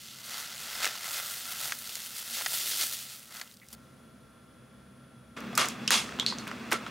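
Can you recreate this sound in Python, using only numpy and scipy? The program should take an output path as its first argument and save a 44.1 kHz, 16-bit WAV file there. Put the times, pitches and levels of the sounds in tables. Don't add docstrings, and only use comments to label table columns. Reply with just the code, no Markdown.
import sys
import numpy as np
from scipy import signal
from scipy.fft import rfft, irfft
from scipy.io import wavfile
from scipy.ndimage import uniform_filter1d

SR = 44100
rng = np.random.default_rng(int(sys.argv[2]) if len(sys.argv) > 2 else 0)


def store_pcm(level_fs):
    pcm = np.round(np.clip(level_fs, -1, 1) * 32767).astype(np.int16)
    wavfile.write(sys.argv[1], SR, np.atleast_2d(pcm).T)


def volts_from_db(level):
    exponent = np.asarray(level, float) / 20
    return 10 ** exponent


N = 304290
T = np.arange(N) / SR

SCENE_CHANGES = [3.722, 5.365]

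# pitch in Hz, width in Hz, lift in dB.
POT_RINGS = [(1350, 134, 0), (2055, 76, -2), (2520, 16, -4.5)]
# pitch in Hz, level in dB.
FILM_TONE = [(300, -10), (600, 0.5), (1000, -3.5), (1600, 2), (2400, 1), (4500, -2), (9000, 0), (15000, -1)]
# pitch in Hz, width in Hz, lift in dB.
FILM_RINGS = [(2000, 50, -35), (3500, 310, -13.5), (4540, 1040, -8)]


def glove_film():
    db, depth = hand()
    low_db = db - 19.5 + 24.5 * depth
    high_db = db - 2.5 * depth + 4.5 * np.tanh((T - 1.08) / 0.058) / 2
    folds = level(crackle(1200, spread_db=3, smear_s=.0011), 0) + .9
    low, mid, high = (band(folds * volts_from_db(.8 * walk(25.4)) * rng.standard_normal(N), k) for k in range(3))
    low = colour(low, modes=[(hz, width, db_lift + 4.6) for hz, width, db_lift in POT_RINGS])
    flap = level(ring(folds * rng.standard_normal(N), 320, 0.4), -19)
    close = volts_from_db(db) * (level(mid, 0) + flap)
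    close = close + volts_from_db(low_db) * level(low, 0) + volts_from_db(high_db) * level(high, 0)
    close = close - 0.49 * ring(close, 2326, 0.087)
    fade = np.exp(-(T - SCENE_CHANGES[0]) / 0.6) * (T < SCENE_CHANGES[1])
    leaving = volts_from_db(-68.5) * fade * level(mid + .5 * high, 0)
    return np.where(T < 3.752, colour(close, FILM_TONE, FILM_RINGS), leaving)


# middle in seconds, strength in dB, length in seconds, depth in the pot from 0 to 1.
SQUEEZES = [(0.07, -46, 0.2, 0.32), (0.316, -40.5, 0.05, 0.54), (0.39, -37.0, 0.15, 0.6),
            (0.646, -43, 0.1, 0.72), (0.756, -37.5, 0.19, 0.57), (0.841, -30, 0.045, 0.68),
            (1.07, -50, 0.035, 0.65), (1.145, -34.5, 0.24, 0.63), (1.364, -40.4, 0.086, 0.42),
            (1.507, -38.4, 0.072, 0.64), (1.647, -34.5, 0.1, 0.57), (1.795, -42.5, 0.0098, 0.2),
            (1.903, -39.5, 0.1, 0.36), (2.06, -41.5, 0.18, 0.43), (2.182, -39.5, 0.052, 0.31),
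            (2.352, -36.5, 0.056, 0.06), (2.396, -36, 0.13, 0.73), (2.545, -31.5, 0.062, 0.3),
            (2.602, -35.5, 0.087, 0.35), (2.703, -31.5, 0.12, 0.26), (2.817, -28.5, 0.062, 0.34),
            (2.935, -34, 0.034, 0.25), (3.019, -40.5, 0.069, 0.37), (3.123, -43, 0.099, 0.4),
            (3.368, -45.5, 0.086, 0.76), (3.524, -56.8, 0.023, 0.3), (3.738, -51.6, 0.048, 0.58)]


def hand():
    power, weighted = volts_from_db(2 * -67), 0
    for s, db, length_s, depth in SQUEEZES:
        squeeze = volts_from_db(2 * db) * np.exp(-2 * np.abs(T - s) / length_s)
        power = power + squeeze
        weighted = weighted + depth * squeeze
    return 10 * np.log10(power) - 3, weighted / power


# start in seconds, peak in dB, ring in Hz, share of low sound in dB.
POPS = [(0.1861, -37, 3850, -15), (0.2435, -37, 4690, -28), (0.2954, -33, 4310, -4),
        (0.5788, -32, 3830, -13), (0.8031, -26, 3270, -8), (0.8303, -20, 3400, -12),
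        (0.8445, -17, 2600, -2), (0.8546, -17, 2890, -15), (0.8659, -31, 1660, 12),
        (0.8748, -23, 3680, -23), (0.9539, -29, 3680, -3), (1.6951, -34, 2130, 3), (1.7879, -36, 7990, -27),
        (1.894, -32, 5280, -10), (1.9548, -27, 6120, -25), (1.9684, -31, 4200, -7),
        (2.0607, -31, 5020, -14), (2.4101, -33, 1550, 4), (2.5213, -29, 6370, -5), (2.5378, -31, 7450, 0),
        (2.8364, -22, 3340, -9), (3.343, -41, 6740, -11), (3.3674, -36, 4760, -8), (3.3975, -33, 3450, -18),
        (3.4752, -43, 2690, -11), (3.5129, -44, 4240, -13), (3.54, -44, 5210, -14),
        (3.5701, -43, 4670, -33), (3.5992, -48, 3890, -24), (3.6862, -41, 5870, -16)]
# ring in Hz, share of high sound in dB.
POP_TREBLE = [(3000, -8), (4000, -8), (6000, 5)]


def film_pops():
    pops = []
    for s, db, hz, low_db in POPS:
        high_db = np.interp(hz, *np.transpose(POP_TREBLE))
        pops.append((s, db, low_db, high_db, hz, .0017))
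    return ticks(pops, width=.3, ring_db=-5)


# start in seconds, peak in dB, ring in Hz, push in seconds, share of high sound in dB.
DENTS = [
    (1.7215, -16.5, 1710, .003, -22),
    (2.461, -13.5, 1830, .0043, -13),
    (3.413, -24, 2090, .006, -16),
    (3.728, -38.5, 4750, .0096, 7),
]
# pitch in Hz, level in dB.
THIN_TONE = [(400, -15), (800, -9), (1150, -4), (16000, -4)]


def paper_dents():
    dents = [(s, db, -4, high_db, hz, push_s) for s, db, hz, push_s, high_db in DENTS]
    return colour(ticks(dents, width=.25, ring_db=0), THIN_TONE)


# start in seconds, peak in dB, share of low sound in dB,
# share of high sound in dB, ring in Hz, push in seconds.
SQUEAK = [
    (3.616, -67.5, 5.5, -15, 2140, .028),
]


def finger_squeak():
    return ticks(SQUEAK, width=.14, ring_db=14)


def box():
    folds = level(crackle(600, spread_db=0.5, smear_s=0.0036), 0) + .9
    snaps = catches_and_clicks() + lid_cracks() + finger_knocks()
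    return box_handling(folds) + swells(folds) + snaps + box_thud()


# start in seconds, peak in dB, ring in Hz.
CATCHES = [
    (5.8772, -12, 5040),
    (5.8778, -16, 3000),
    (6.1978, -10, 3510),
    (6.2634, -8, 4220),
    (6.3845, -25, 6160),
]
# start in seconds, peak in dB, ring in Hz.
CLICKS = [(5.4049, -37, 6000), (5.553, -24, 5230), (5.575, -25, 7000), (5.6561, -26, 6870),
          (5.6858, -22, 6850), (6.4772, -30, 2820), (6.7095, -34, 4870), (6.7289, -15, 8200)]


def catches_and_clicks():
    catches = with_tone(CATCHES, low_db=-30, high_db=-20, push_s=.001)
    clicks = with_tone(CLICKS, low_db=-12, high_db=2, push_s=.0006)
    return colour(ticks(clicks + catches, width=.14, ring_db=2), THIN_TONE)


# start in seconds, peak in dB, ring in Hz, push in seconds.
CRACKS = [
    (5.5768, -9.5, 1250, .003),
    (5.9059, -10, 1500, .0013),
    (6.7155, -24, 1310, .006),
]


def lid_cracks():
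    cracks = [(s, db, -1, 0, hz, push_s) for s, db, hz, push_s in CRACKS]
    return colour(ticks(cracks, width=.3, ring_db=-1), THIN_TONE)


# start in seconds, peak in dB, ring in Hz.
KNOCKS = [(5.3725, -47, 1400), (5.5301, -42, 710), (6.0913, -43, 1380), (6.1228, -43, 1530),
          (6.1905, -36, 950), (6.227, -39, 1200), (6.3234, -36, 1000), (6.4702, -37, 1400),
          (6.5138, -35, 1400), (6.6593, -47, 1440), (6.7215, -26, 1350), (6.7243, -24, 2100),
          (6.8644, -38, 1360)]


def finger_knocks():
    knocks = with_tone(KNOCKS, low_db=11, high_db=-14, push_s=.002)
    return volts_from_db(-4) * ticks(knocks, width=.3, ring_db=1)


# start in seconds, peak in dB, ring in Hz, swell in seconds, share of low sound in dB.
LID_SWELLS = [(5.366, -40.5, 1320, 0.01, 6.5), (5.579, -17, 1225, .025, 0.5),
              (5.686, -34, 2530, 0.018, -16), (5.907, -13, 2470, .029, -3), (6.188, -42, 940, 0.00038, 16),
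              (6.47, -39, 1350, .01, 6.5), (6.511, -52, 1400, 0.0068, 9), (6.715, -25, 1365, 0.017, 4.5),
              (6.863, -45, 1320, 0.0093, 10)]
# start in seconds, peak in dB, ring in Hz, swell in seconds, share of high sound in dB.
CATCH_SWELLS = [(5.551, -45, 5100, 0.0058, 15), (5.877, -24, 2760, 0.0081, -18),
                (6.199, -31.5, 3500, 0.014, -23), (6.266, -25, 4290, 0.019, -28),
                (6.385, -43, 4330, 0.015, 0)]
# pitch in Hz, level in dB.
LID_TONE = [(400, 0.5), (800, -5), (1200, 2), (2000, -6.5), (3300, -1), (6500, -4), (11000, -5),
            (14000, -13)]
# pitch in Hz, width in Hz, lift in dB.
LID_SWELL_RINGS = [(2140, 280, 1.5), (2750, 160, -3), (3360, 120, -2.5), (5050, 230, -12), (6600, 220, -4)]


def swells(folds):
    events = [(s, db, hz, swell_s, low_db, -3.5) for s, db, hz, swell_s, low_db in LID_SWELLS]
    events += [(s, db, hz, swell_s, -18, high_db) for s, db, hz, swell_s, high_db in CATCH_SWELLS]
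    out, t = np.zeros(N), np.arange(12000) / SR
    duck = .2
    for s, peak_db, hz, swell_s, low_db, high_db in events:
        shape = (duck + t / swell_s) * np.exp(1 - duck - t / swell_s)
        ring_db = 4 if hz > 3000 else -8
        out = lay(out, s, volts_from_db(peak_db) * burst(shape, low_db, high_db, hz, .14, ring_db, fall_hz=6000))
    return colour(out * np.sqrt(folds / folds.mean()), LID_TONE, LID_SWELL_RINGS)


# pitch in Hz, width in Hz, lift in dB.
LID_RINGS = [(1200, 390, -4.5), (2080, 88, -15)]
# time in seconds, level in dB.
LID_BENDING = [(5.42, -88), (5.54, -76), (5.75, -69), (5.96, -48), (6.09, -50), (6.17, -58), (6.55, -60),
               (6.9, -60)]


def box_handling(folds):
    low = band(folds * rng.standard_normal(N), 0)
    low = colour(low, modes=[(hz, width, db + 6) for hz, width, db in LID_RINGS])
    upper = band(folds * rng.standard_normal(N), 1)
    bending = volts_from_db(np.interp(T, *np.transpose(LID_BENDING)))
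    return (level(low, -51) + bending * level(upper, 0)) * (T > SCENE_CHANGES[1])


# start in seconds, peak in dB, share of low sound in dB,
# share of high sound in dB, ring in Hz, push in seconds.
THUD = [
    (6.722, -58.5, 10.8, -20, 364, .02),
]


def box_thud():
    return ticks(THUD, width=.32, ring_db=19)


# pitch in Hz, level per Hz in dB.
QUIET_ROOM = [(15, -61), (25, -23.5), (129, -1.5), (246, -6.5), (421, -11), (509, -13.5), (552, -9.5),
              (631, -15.5), (945, -19), (1340, -13.5), (2010, -21), (3340, -26), (8810, -36), (9810, -28.5),
              (15500, -51)]
# pitch in Hz, level per Hz in dB.
BUSY_ROOM = [(15, -61), (25, -41), (116, -4.5), (160, -2.5), (227, 0.5), (289, -2.5), (495, -6),
             (919, -14.5), (1270, -8), (2060, -14.5), (2700, -10.5), (3090, -22), (3440, -18),
             (9810, -34.5), (15500, -37)]
# pitch in Hz, width in Hz, lift in dB.
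ROOM_RINGS = [(67, 6.1, 12.5), (130.8, 4.9, 7), (197.3, 6.6, 7), (235.4, 25.4, 7), (1320, 18, -24),
              (3377, 35, 9.5)]
ROOM_LEVELS = [-60, -55, -41.5]


def room_hum():
    quiet = level(colour(rng.standard_normal((2, N)), QUIET_ROOM, ROOM_RINGS), 0)
    busy = level(colour(rng.standard_normal((2, N)), BUSY_ROOM, ROOM_RINGS), 0)
    place = np.searchsorted(SCENE_CHANGES, T)
    return np.where(place < 2, quiet, busy) * volts_from_db(np.array(ROOM_LEVELS)[place] + .5 * walk(2.68))


# pitch in Hz, average level in dB.
MOTOR_TONES = [(506.0, -73), (646.0, -75), (1077, -79), (1367, -68), (1513, -80), (3413, -82), (9421, -91),
               (9485, -87), (9636, -91), (9701, -77), (9916, -92), (9997, -91), (10061, -82), (13927, -90)]


def camera_motor():
    drift = np.cumsum(1 + .00015 * walk(3)) / SR
    whine = 0
    for hz, db in MOTOR_TONES:
        tone = np.sin(2 * np.pi * (hz * drift + rng.random((2, 1))))
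        whine = whine + np.sqrt(2) * volts_from_db(db + 0.75 * walk(24)) * tone
    return whine * volts_from_db(np.array([-8, 0, -3])[np.searchsorted(SCENE_CHANGES, T)])


def level(x, db):
    return x * volts_from_db(db) / np.sqrt(np.mean(x ** 2))


def colour(x, points=None, modes=()):
    hz = np.maximum(np.fft.rfftfreq(x.shape[-1], 1 / SR), 1)
    gain = np.ones(len(hz))
    if points is not None:
        point_hz, point_db = np.transpose(points)
        gain = volts_from_db(np.interp(np.log(hz), np.log(point_hz), point_db))
    lift = 1 + sum(volts_from_db(db) / (1 + (2 * (hz - f) / w) ** 2) for f, w, db in modes)
    return irfft(rfft(x) * gain * lift, x.shape[-1])


BAND_EDGES = [550, 2500, 7000, 16500]


def band(x, index):
    edges = BAND_EDGES[index:index + 2]
    return signal.sosfilt(signal.butter(2, edges, "bandpass", fs=SR, output="sos"), x)


def ring(x, hz, width):
    return signal.lfilter(*signal.iirpeak(hz, 1 / width, SR), x)


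def walk(rate):
    k = int(SR / rate)
    w = uniform_filter1d(np.repeat(rng.standard_normal(N // k + 1), k), k)[:N]
    return w / w.std()


def crackle(rate, spread_db, smear_s):
    size = np.minimum(rng.exponential(size=N), 4)
    kicks = (rng.random(N) < rate / SR) * volts_from_db(2 * spread_db * size)
    return np.sqrt(signal.lfilter([1], [1, -np.exp(-2 / (smear_s * SR))], kicks) + 1e-9)


def lay(out, s, sound):
    i = int(s * SR)
    return np.concatenate([out[:i], out[i:i + len(sound)] + sound[:N - i], out[i + len(sound):]])


def burst(shape, low_db, high_db, hz, width, ring_db, fall_hz):
    x = rng.standard_normal((4, len(shape)))
    low = band(x[0] * shape, 0)
    middle = band(x[1] * shape ** 1.06, 1)
    soft = signal.lfilter(*signal.butter(1, fall_hz, fs=SR), x[2])
    high = band(soft * shape ** 1.08, 2)
    struck = ring(ring(x[3] * shape, hz, width), hz, 2 * width)
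    lean_db = low_db if hz < BAND_EDGES[1] else 0
    parts = [(low, low_db), (middle, 0), (high, high_db), (struck, ring_db + lean_db)]
    return sum(volts_from_db(db) * p / np.abs(p).max() for p, db in parts)


def ticks(events, width, ring_db):
    out, t = np.zeros(N), np.arange(2500) / SR
    for s, peak_db, low_db, high_db, hz, push_s in events:
        shape = np.exp(-(t / push_s) ** 1.5) + volts_from_db(-21) * np.exp(-t / .01)
        out = lay(out, s, volts_from_db(peak_db) * burst(shape, low_db, high_db, hz, width, ring_db, fall_hz=14500))
    return out


def with_tone(table, low_db, high_db, push_s):
    return [(s, db, low_db, high_db, hz, push_s) for s, db, hz in table]


# pitch in Hz, difference in dB.
BOX_SIDE = [(500, -11), (1500, -14), (5000, -13), (9000, -12), (13000, -20)]
# pitch in Hz, difference in dB.
HUM_SIDE = [(60, -21), (110, -15.5), (200, -18), (380, -6.5), (700, -5), (1290, -13), (2380, -11.5),
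            (4400, -7.5), (8120, -10), (15000, -15)]


def scene():
    hum, other_hum = room_hum() + camera_motor()
    near = glove_film() + film_pops() + paper_dents() + finger_squeak()
    far = box()
    t = np.arange(4096) / SR
    scatter = level(rng.standard_normal(len(t)) * np.exp(-t / .012), -10 * np.log10(len(t)))
    side = signal.fftconvolve(volts_from_db(-33) * near + colour(far, BOX_SIDE), scatter)[:N]
    side = side + colour(other_hum, HUM_SIDE) * volts_from_db(-4. * (T > SCENE_CHANGES[1]))
    side = side - volts_from_db(-25) * far
    hiss = volts_from_db(-77.5) * rng.standard_normal(N)
    mid = near + far + hum + hiss
    return np.array([mid + side, mid - side])


def band_limit(x):
    return signal.sosfilt(signal.butter(12, 16970, fs=SR, output="sos"), x)


def record(dry):
    x = signal.sosfilt(signal.butter(2, 45, "highpass", fs=SR, output="sos"), dry)
    x = signal.sosfilt(signal.ellip(10, .2, 45, 15800, fs=SR, output="sos"), x)
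    return band_limit(x)


dry = scene()
out = record(dry)
store_pcm(out)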